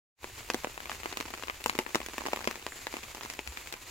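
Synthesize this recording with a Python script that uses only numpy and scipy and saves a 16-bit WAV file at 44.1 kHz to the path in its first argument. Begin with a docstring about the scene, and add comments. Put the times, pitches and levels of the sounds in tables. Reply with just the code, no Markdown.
"""Under an umbrella in a forest clearing.

Raindrops tap the taut cloth just above the microphone: each is a sharp pulse with a short ripple
and a reflection from the ground. Close by, fine rain splashes on leaves and clothing; farther off
it merges into a hiss on grass and trees, over a low rumble of air. The sound fades in at the start;
later come a few faint swishes and one soft bump."""
import sys
import numpy as np
from scipy import signal
from scipy.fft import rfft, irfft
from scipy.io import wavfile

SR = 44100
rng = np.random.default_rng(int(sys.argv[2]) if len(sys.argv) > 2 else 0)


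def to_wav(sig):
    """Store sig (one row per channel, or 1-D mono) as 16-bit WAV at the path in sys.argv[1].

    Samples outside -1..1 are clipped; the rate is SR.
    """
    pcm = np.clip(np.atleast_2d(sig), -1, 1) * 32767
    pcm = np.round(pcm).astype(np.int16)
    wavfile.write(sys.argv[1], SR, pcm.T)  # frames by channels


N = 171990
TIME, HZ = np.arange(N) / SR, np.fft.rfftfreq(N, 1 / SR)
GRAIN = 2048   # samples in one impact
GRAIN_T, GRAIN_HZ = np.arange(GRAIN) / SR, np.maximum(np.fft.rfftfreq(GRAIN, 1 / SR), 1)
SIDES = np.array([[1], [-1]])   # left, right
CUTOFF_HZ = 16000


def from_db(db):
    """Decibels to gain."""
    return 10 ** (np.asarray(db) / 20)


def unit_energy(x):
    """Scale each row to an energy of one."""
    return x / np.sqrt(np.sum(x ** 2, axis=-1, keepdims=True) + 1e-20)


def at_hz(points, hz):
    """Read a spectrum on a log-frequency axis."""
    freqs, values = np.transpose(points)
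    return np.interp(np.log(np.maximum(hz, 1)), np.log(freqs), values)


def below(edge_hz):
    """Weight that slides from 1 under the edge to 0 over it."""
    return 1 / (1 + (GRAIN_HZ / edge_hz) ** 4)


def wander(count):
    """A random curve through count points across the scene."""
    return np.interp(np.linspace(0, count - 1, N), np.arange(count), rng.standard_normal(count))


def noise(colour, likeness):
    """Stereo noise of a given colour and left-right likeness, rms 1."""
    mid, side = rfft(rng.standard_normal((2, N)))
    stereo = np.sqrt(1 + likeness) * mid + np.sqrt(1 - likeness) * side * SIDES
    return np.sqrt(N) * unit_energy(irfft(stereo * from_db(at_hz(colour, HZ)), N))


def struck_body(colour_db):
    """Minimum-phase response of a body that rings only after it is struck."""
    cepstrum = irfft(colour_db * np.log(10) / 20)
    cepstrum[1:GRAIN // 2] *= 2
    cepstrum[GRAIN // 2 + 1:] = 0
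    return np.exp(rfft(cepstrum))


def spot_colour(spread_db, count=36):
    """Random resonances and dips, in dB, of the spot a drop hits."""
    log_hz = np.linspace(np.log(100), np.log(CUTOFF_HZ), count)
    return spread_db * np.interp(np.log(GRAIN_HZ), log_hz, rng.standard_normal(count))


def place(out, start_s, spectrum, energy_db, lag_ms, pan_db):
    """Add one impact; positive lag and pan put it left of the microphone."""
    delays = np.round(np.maximum([-lag_ms, lag_ms], 0) * SR / 1000)
    wave = unit_energy(irfft(spectrum)) * from_db(energy_db + SIDES * pan_db / 2)
    for channel in range(2):
        i = int(np.clip(start_s * SR + delays[channel], 0, N))
        out[channel, i:i + GRAIN] += wave[channel, :N - i]


# Rain on grass and trees, far across the clearing: (frequency [Hz], level [dB])
FAR_COLOUR = [(120, -7.5), (200, -14.5), (350, -2.5), (620, -8), (1000, -4), (1500, -6), (2000, -3.5),
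              (2500, -2.3), (3200, -7.5), (4500, -6.5), (5700, -10), (7100, -4.5), (8800, -18),
              (10300, -14), (12000, -23.5), (13600, -11.5), (16000, -32)]
# Left-right likeness of the hiss; the highest treble sounds centred: (frequency [Hz], likeness [0-1])
HISS_LIKENESS = [(200, 1), (600, 0.65), (1400, .35), (3000, 1), (5000, 0.27), (8000, 0.55), (15000, 1)]
def far_rain(level_db=-45.5, flicker_db=2.87):
    """Countless distant drops merge into a wide, flickering hiss."""
    hiss = noise(FAR_COLOUR, at_hz(HISS_LIKENESS, HZ))
    return hiss * from_db(level_db + flicker_db * wander(count=160))


# Air moving in the clearing: (frequency [Hz], level [dB])
AIR_COLOUR = [(20, -7.5), (35, -3.5), (50, -3), (65, 6.5), (80, -6.5), (105, -3), (150, -15), (250, -30.5)]
def air_rumble(level_db=-49.5, fall_db_per_s=1.2):
    """Low air noise that slowly eases, nearly alike left and right."""
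    return noise(AIR_COLOUR, likeness=.985) * from_db(level_db - fall_db_per_s * TIME)


# Part of a close impact's noise that differs left to right: (frequency [Hz], power share [0-1])
SIDE_SHARE = [(300, 0.018), (600, .04), (1200, 0.33), (2400, .18), (4500, 0.43), (8000, 0.15),
              (14000, 0.087)]
def impact_noise(decay_s):
    """Spectrum of the noise that dies away after a drop lands."""
    mid, side = rfft(unit_energy(rng.standard_normal((2, GRAIN)) * np.exp(-GRAIN_T / decay_s)))
    share = at_hz(SIDE_SHARE, GRAIN_HZ)
    return np.sqrt(1 - share) * mid + np.sqrt(share) * side * SIDES


# Splashes on leaves and clothing near the microphone: (frequency [Hz], level [dB])
SPLASH_COLOUR = [(500, -8), (1200, 3.5), (2500, 2), (5000, -6.5), (7000, -1.5), (9000, -3), (12000, -6),
                 (14000, -7), (16000, -4.5)]
def splashes(per_s=180, base_db=-31.3, spread_db=1.8):
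    """Tiny drops burst in bright ticks all around."""
    out = np.zeros((2, N))
    for when, size, side in rng.random((int(per_s * N / SR), 3)):
        tick = impact_noise(decay_s=0.005)
        tick *= struck_body(at_hz(SPLASH_COLOUR, GRAIN_HZ) + spot_colour(spread_db=2.7))
        db = base_db + spread_db * min(-np.log(1 - size), 3)   # many faint, a few louder
        place(out, when * N / SR, tick, db, lag_ms=0, pan_db=8 * (side - .5))
    return out


# Umbrella cloth, heard from just beneath: (frequency [Hz], level [dB])
CLOTH_COLOUR = [(60, -19), (150, -12), (225, -0.5), (335, 2.3), (560, -1), (700, -1), (1000, 1.5),
                (1500, -5.5), (2000, -3), (2600, -3), (3500, -9.5), (5000, -11.5), (7000, -12.5),
                (9000, -21), (12000, -22), (14000, -20), (16000, -22.5)]
def cloth_tap(bass_db, treble_db, band_hz=1, band_db=0):
    """Spectrum of one drop's blow, coloured by the cloth and reflected from the ground."""
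    push_hz, canopy_hz, canopy_decay_s = 3100, 228, 0.022
    band_half_width_octaves, reflection_s = .5, 0.0082
    bass, treble = below(edge_hz=920), 1 - below(edge_hz=2740)
    # The drop flattens: a soft push below push_hz, spray above it.
    push = 1 / (1 + 1j * GRAIN_HZ / push_hz)
    spray = (1 - push) * from_db(-7.8) * impact_noise(decay_s=0.003)
    ripple = from_db(-3.5) * impact_noise(decay_s=0.0015)   # the cloth shivers
    ring = from_db(-10.5) * impact_noise(decay_s=0.015)   # cloth and ribs ring on
    damping = from_db(-2 * bass)   # slack cloth damps its low notes most
    # The whole canopy hums briefly, like a slack drum.
    hum = from_db(-9) / (1 + 2j * np.pi * (GRAIN_HZ - canopy_hz) * canopy_decay_s)
    blow = push + spray + hum + (ripple + ring) * damping
    colour = at_hz(CLOTH_COLOUR, GRAIN_HZ) + bass_db * bass + treble_db * treble
    colour += spot_colour(spread_db=1.84)
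    colour += band_db * np.exp(-(np.log2(GRAIN_HZ / band_hz) / band_half_width_octaves) ** 2)
    delay_s = reflection_s * (1 + 0.012 * rng.standard_normal())
    reflection = from_db(-17.5) * np.exp(-2j * np.pi * GRAIN_HZ * delay_s)
    return blow * struck_body(colour) * (1 + reflection)


# Swell and ebb of the fine drops overhead: (time [s], level [dB])
FINE_SWELL = [(.3, -3.5), (.8, -1.5), (1.3, 2.5), (1.9, -1.5), (2.3, 6.5), (2.55, 1.5), (2.8, -4),
              (3.2, 2.5), (3.9, -9)]
def fine_drops(per_s=75, base_db=-20.5, spread_db=5.5):
    """Fine drops land at random all over the cloth, a little more to the left."""
    out = np.zeros((2, N))
    for when, size, tone, side in rng.random((int(per_s * N / SR), 4)):
        start_s = when * N / SR
        tap = cloth_tap(bass_db=-3, treble_db=1 + 8 * (tone - .5))
        db = base_db + np.interp(start_s, *np.transpose(FINE_SWELL)) + spread_db * (2 * size - 1)
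        place(out, start_s, tap, db, lag_ms=.45 * (side - .35), pan_db=7.5 * (side - .3))
    return out


# Taps close to the microphone: (time [s], level [dB], extra bass [dB], extra treble [dB],
# right channel delay [ms], left minus right [dB]). Some have one boosted band, a brief note or,
# very high, a bright splat: (band [Hz], boost [dB])
CLOSE_TAPS = [(0.2433, -11.0, -1, -10, 0.09, 0.5), (0.5013, -0.5, 1, -1, 0.02, 1.5),
              (0.5366, -14.0, -6, 13, -0.2, -1), (0.5447, -0.5, 9, 3, 0.11, 1.0),
              (0.6459, -3, 5, -1.5, -0.09, -1, 450, 6), (0.6713, -10.5, -4.5, -15, 0.36, 0),
              (0.7776, -12, -7, -6, 0.29, 4), (0.804, -14.5, -7.0, -2.0, 0.27, 5),
              (0.8567, -13, -6, 0, 0.34, 2.0), (0.896, -9, -9, -5, 0.02, 3.5, 880, 7),
              (0.9167, -10.0, -5, -7, 0.09, -2.5), (1.0333, -14, -13, -8, 0.32, 7),
              (1.058, -5.5, -2.5, -10, 0.32, 1.5), (1.1266, -11.5, -3.5, 1, 0.05, 4),
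              (1.172, -6, -8.5, 1, -0.25, -1.0), (1.2022, -8.5, -3, 3.0, 0.34, 4, 385, 9),
              (1.2095, -7.5, 0, 3.5, 0.0, -4), (1.255, -15.5, 5, 1, 0.05, -1.5),
              (1.3384, -11.0, -10, -7, 0.07, 2, 1180, 4), (1.4249, -14.5, -7.0, -3, 0.02, 5),
              (1.436, -11, -5, -3, 0.02, 4.5), (1.483, -10, -8, -11, 0.32, 4),
              (1.4983, -5, -15, -12.5, 0.32, 3.0), (1.6406, -10.5, -20, 13, 0.02, 4),
              (1.6606, 1.5, 4, 1, 0.16, 3, 12000, 11), (1.6805, -15.0, 3.0, 47, -0.32, 4),
              (1.6965, 0, -7, 3, 0.29, 3.0), (1.7528, -10.0, -1, 1, -0.16, 0.5),
              (1.7889, 3, -1, -2.5, 0.09, 1.5), (1.8643, -10.5, -13, -15, 0.43, 7.5),
              (1.9473, 1, 6, 0, 0.39, 2, 1900, 7), (1.956, 2.5, 2.5, 0.5, 0.11, -0.5),
              (2.0037, -11.5, 2, 2, 0.14, 3), (2.0155, -15, -4, 0, 0, 2, 2500, 9),
              (2.0624, -10.5, -12, 3.0, 0.02, 0), (2.0861, -14.0, -4, 1, -0.2, -3),
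              (2.1816, -5.5, -1.5, -1, 0.0, 3), (2.2085, -12.5, -0.5, -2, 0.23, -5),
              (2.2186, -13.5, -3, -16, -0.11, -4.0), (2.255, -12, 3, -10, 0.14, -4),
              (2.2632, -6, -6.5, -8, -0.09, 2), (2.2698, -8, 6, 4, 0.27, -2),
              (2.2848, -8, 3, -4, 0.25, 0.0), (2.3331, 0.5, 1, -4, 0.14, 2, 2700, 5),
              (2.3611, -9.5, 1, 8, -0.09, -2), (2.3724, -10.5, 4.5, -4.0, -0.09, 3),
              (2.4127, -16, -7, -6, -0.11, -1), (2.443, -11, -6, -2, 0.34, 1),
              (2.4745, 1.5, 4, -5, 0.29, 3), (2.5115, -9, -3, 2.5, 0.0, 3),
              (2.5568, -13.5, -4, 4, -0.07, 2.5), (2.6658, -6.5, -5, -2.5, 0.0, 0.5),
              (2.7221, -16, 1, 3, 0, 1.5, 1700, 14), (2.8692, -6.0, 3, 4, 0.09, 2.5, 1800, 8),
              (2.9272, -16.5, -10, 0, 0, 3), (2.94, -8, 0.5, 0, 0.29, 2, 300, 6),
              (2.968, -10.5, -0.5, -1.5, -0.23, 2.5), (3.036, -16, -7, 0, 0.32, 1.5),
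              (3.1483, -14, 7, 16, -0.11, 1), (3.21, -15, -8, 0, 0.05, -5), (3.2333, -14, -4, 5, 0.05, 2.0),
              (3.2498, -16, -1, 2, 0, 2), (3.2593, -15.5, -8, -1, 0.2, 0.5, 850, 8),
              (3.3002, -10, -8, 0, -0.09, 0), (3.3372, -17, -10, 9, 0, 0),
              (3.3917, -7.8, 0, -3, 0.0, 5, 2635, 8), (3.4752, -12.5, -8, 6.0, 0.18, 8.5),
              (3.5727, -10.5, -15.5, -7, 0.34, 3), (3.673, -15.5, -20, -2, 0.0, 3.5),
              (3.7254, -10.5, -8, 2.5, 0.09, 3.0), (3.7396, -11.5, -7, -5, 0.29, 1.5)]
def close_taps(gain_db=4):
    """Single taps on the cloth, and one thin high tick within the swish at 1.68 s."""
    out = np.zeros((2, N))
    for start_s, db, bass_db, treble_db, lag_ms, pan_db, *band in CLOSE_TAPS:
        place(out, start_s, cloth_tap(bass_db, treble_db, *band), gain_db + db, lag_ms, pan_db)
    return out


# Colour of the swishes: (frequency [Hz], level [dB])
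SWISH_COLOUR = [(4000, -24), (6000, -10), (7200, 24), (8200, 3), (10000, 6), (16000, -21)]
# Swishes, near the centre: (peak time [s], half length [s], level [dB])
SWISH_EVENTS = [(1.68, .03, -46), (2.35, 0.021, -51), (2.747, 0.072, -47.5), (3.49, 0.017, -47)]
def swishes():
    """Faint high swishes, perhaps the sleeves of a rain jacket."""
    swells = sum(from_db(db) * np.exp(-((TIME - peak_s) / half_s) ** 2)
                 for peak_s, half_s, db in SWISH_EVENTS)
    return noise(SWISH_COLOUR, likeness=0.89) * swells


def bump(peak_s=3.497, half_length_s=0.02, pitch_hz=63.3, level_db=-35.5):
    """One soft bump: a few cycles of a low tone."""
    t = TIME - peak_s
    return from_db(level_db) * np.exp(-(t / half_length_s) ** 2) * np.sin(2 * np.pi * pitch_hz * t)


def scene():
    """The clearing, the umbrella overhead and the splashes around it."""
    return far_rain() + air_rumble() + swishes() + close_taps() + fine_drops() + splashes() + bump()


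# Fade-in of the microphone signal: (time [s], level [dB])
FADE_IN = [(.14, -80), (.18, -32.5), (.21, -14), (.235, -3), (.27, -4)]
def record(dry):
    """Fade in and cut the highest treble."""
    faded = dry * from_db(np.interp(TIME, *np.transpose(FADE_IN)))
    lowpass = signal.firwin(301, CUTOFF_HZ, fs=SR)
    return signal.fftconvolve(faded, lowpass[None], "same", axes=1)


dry = scene()
out = record(dry)
to_wav(out)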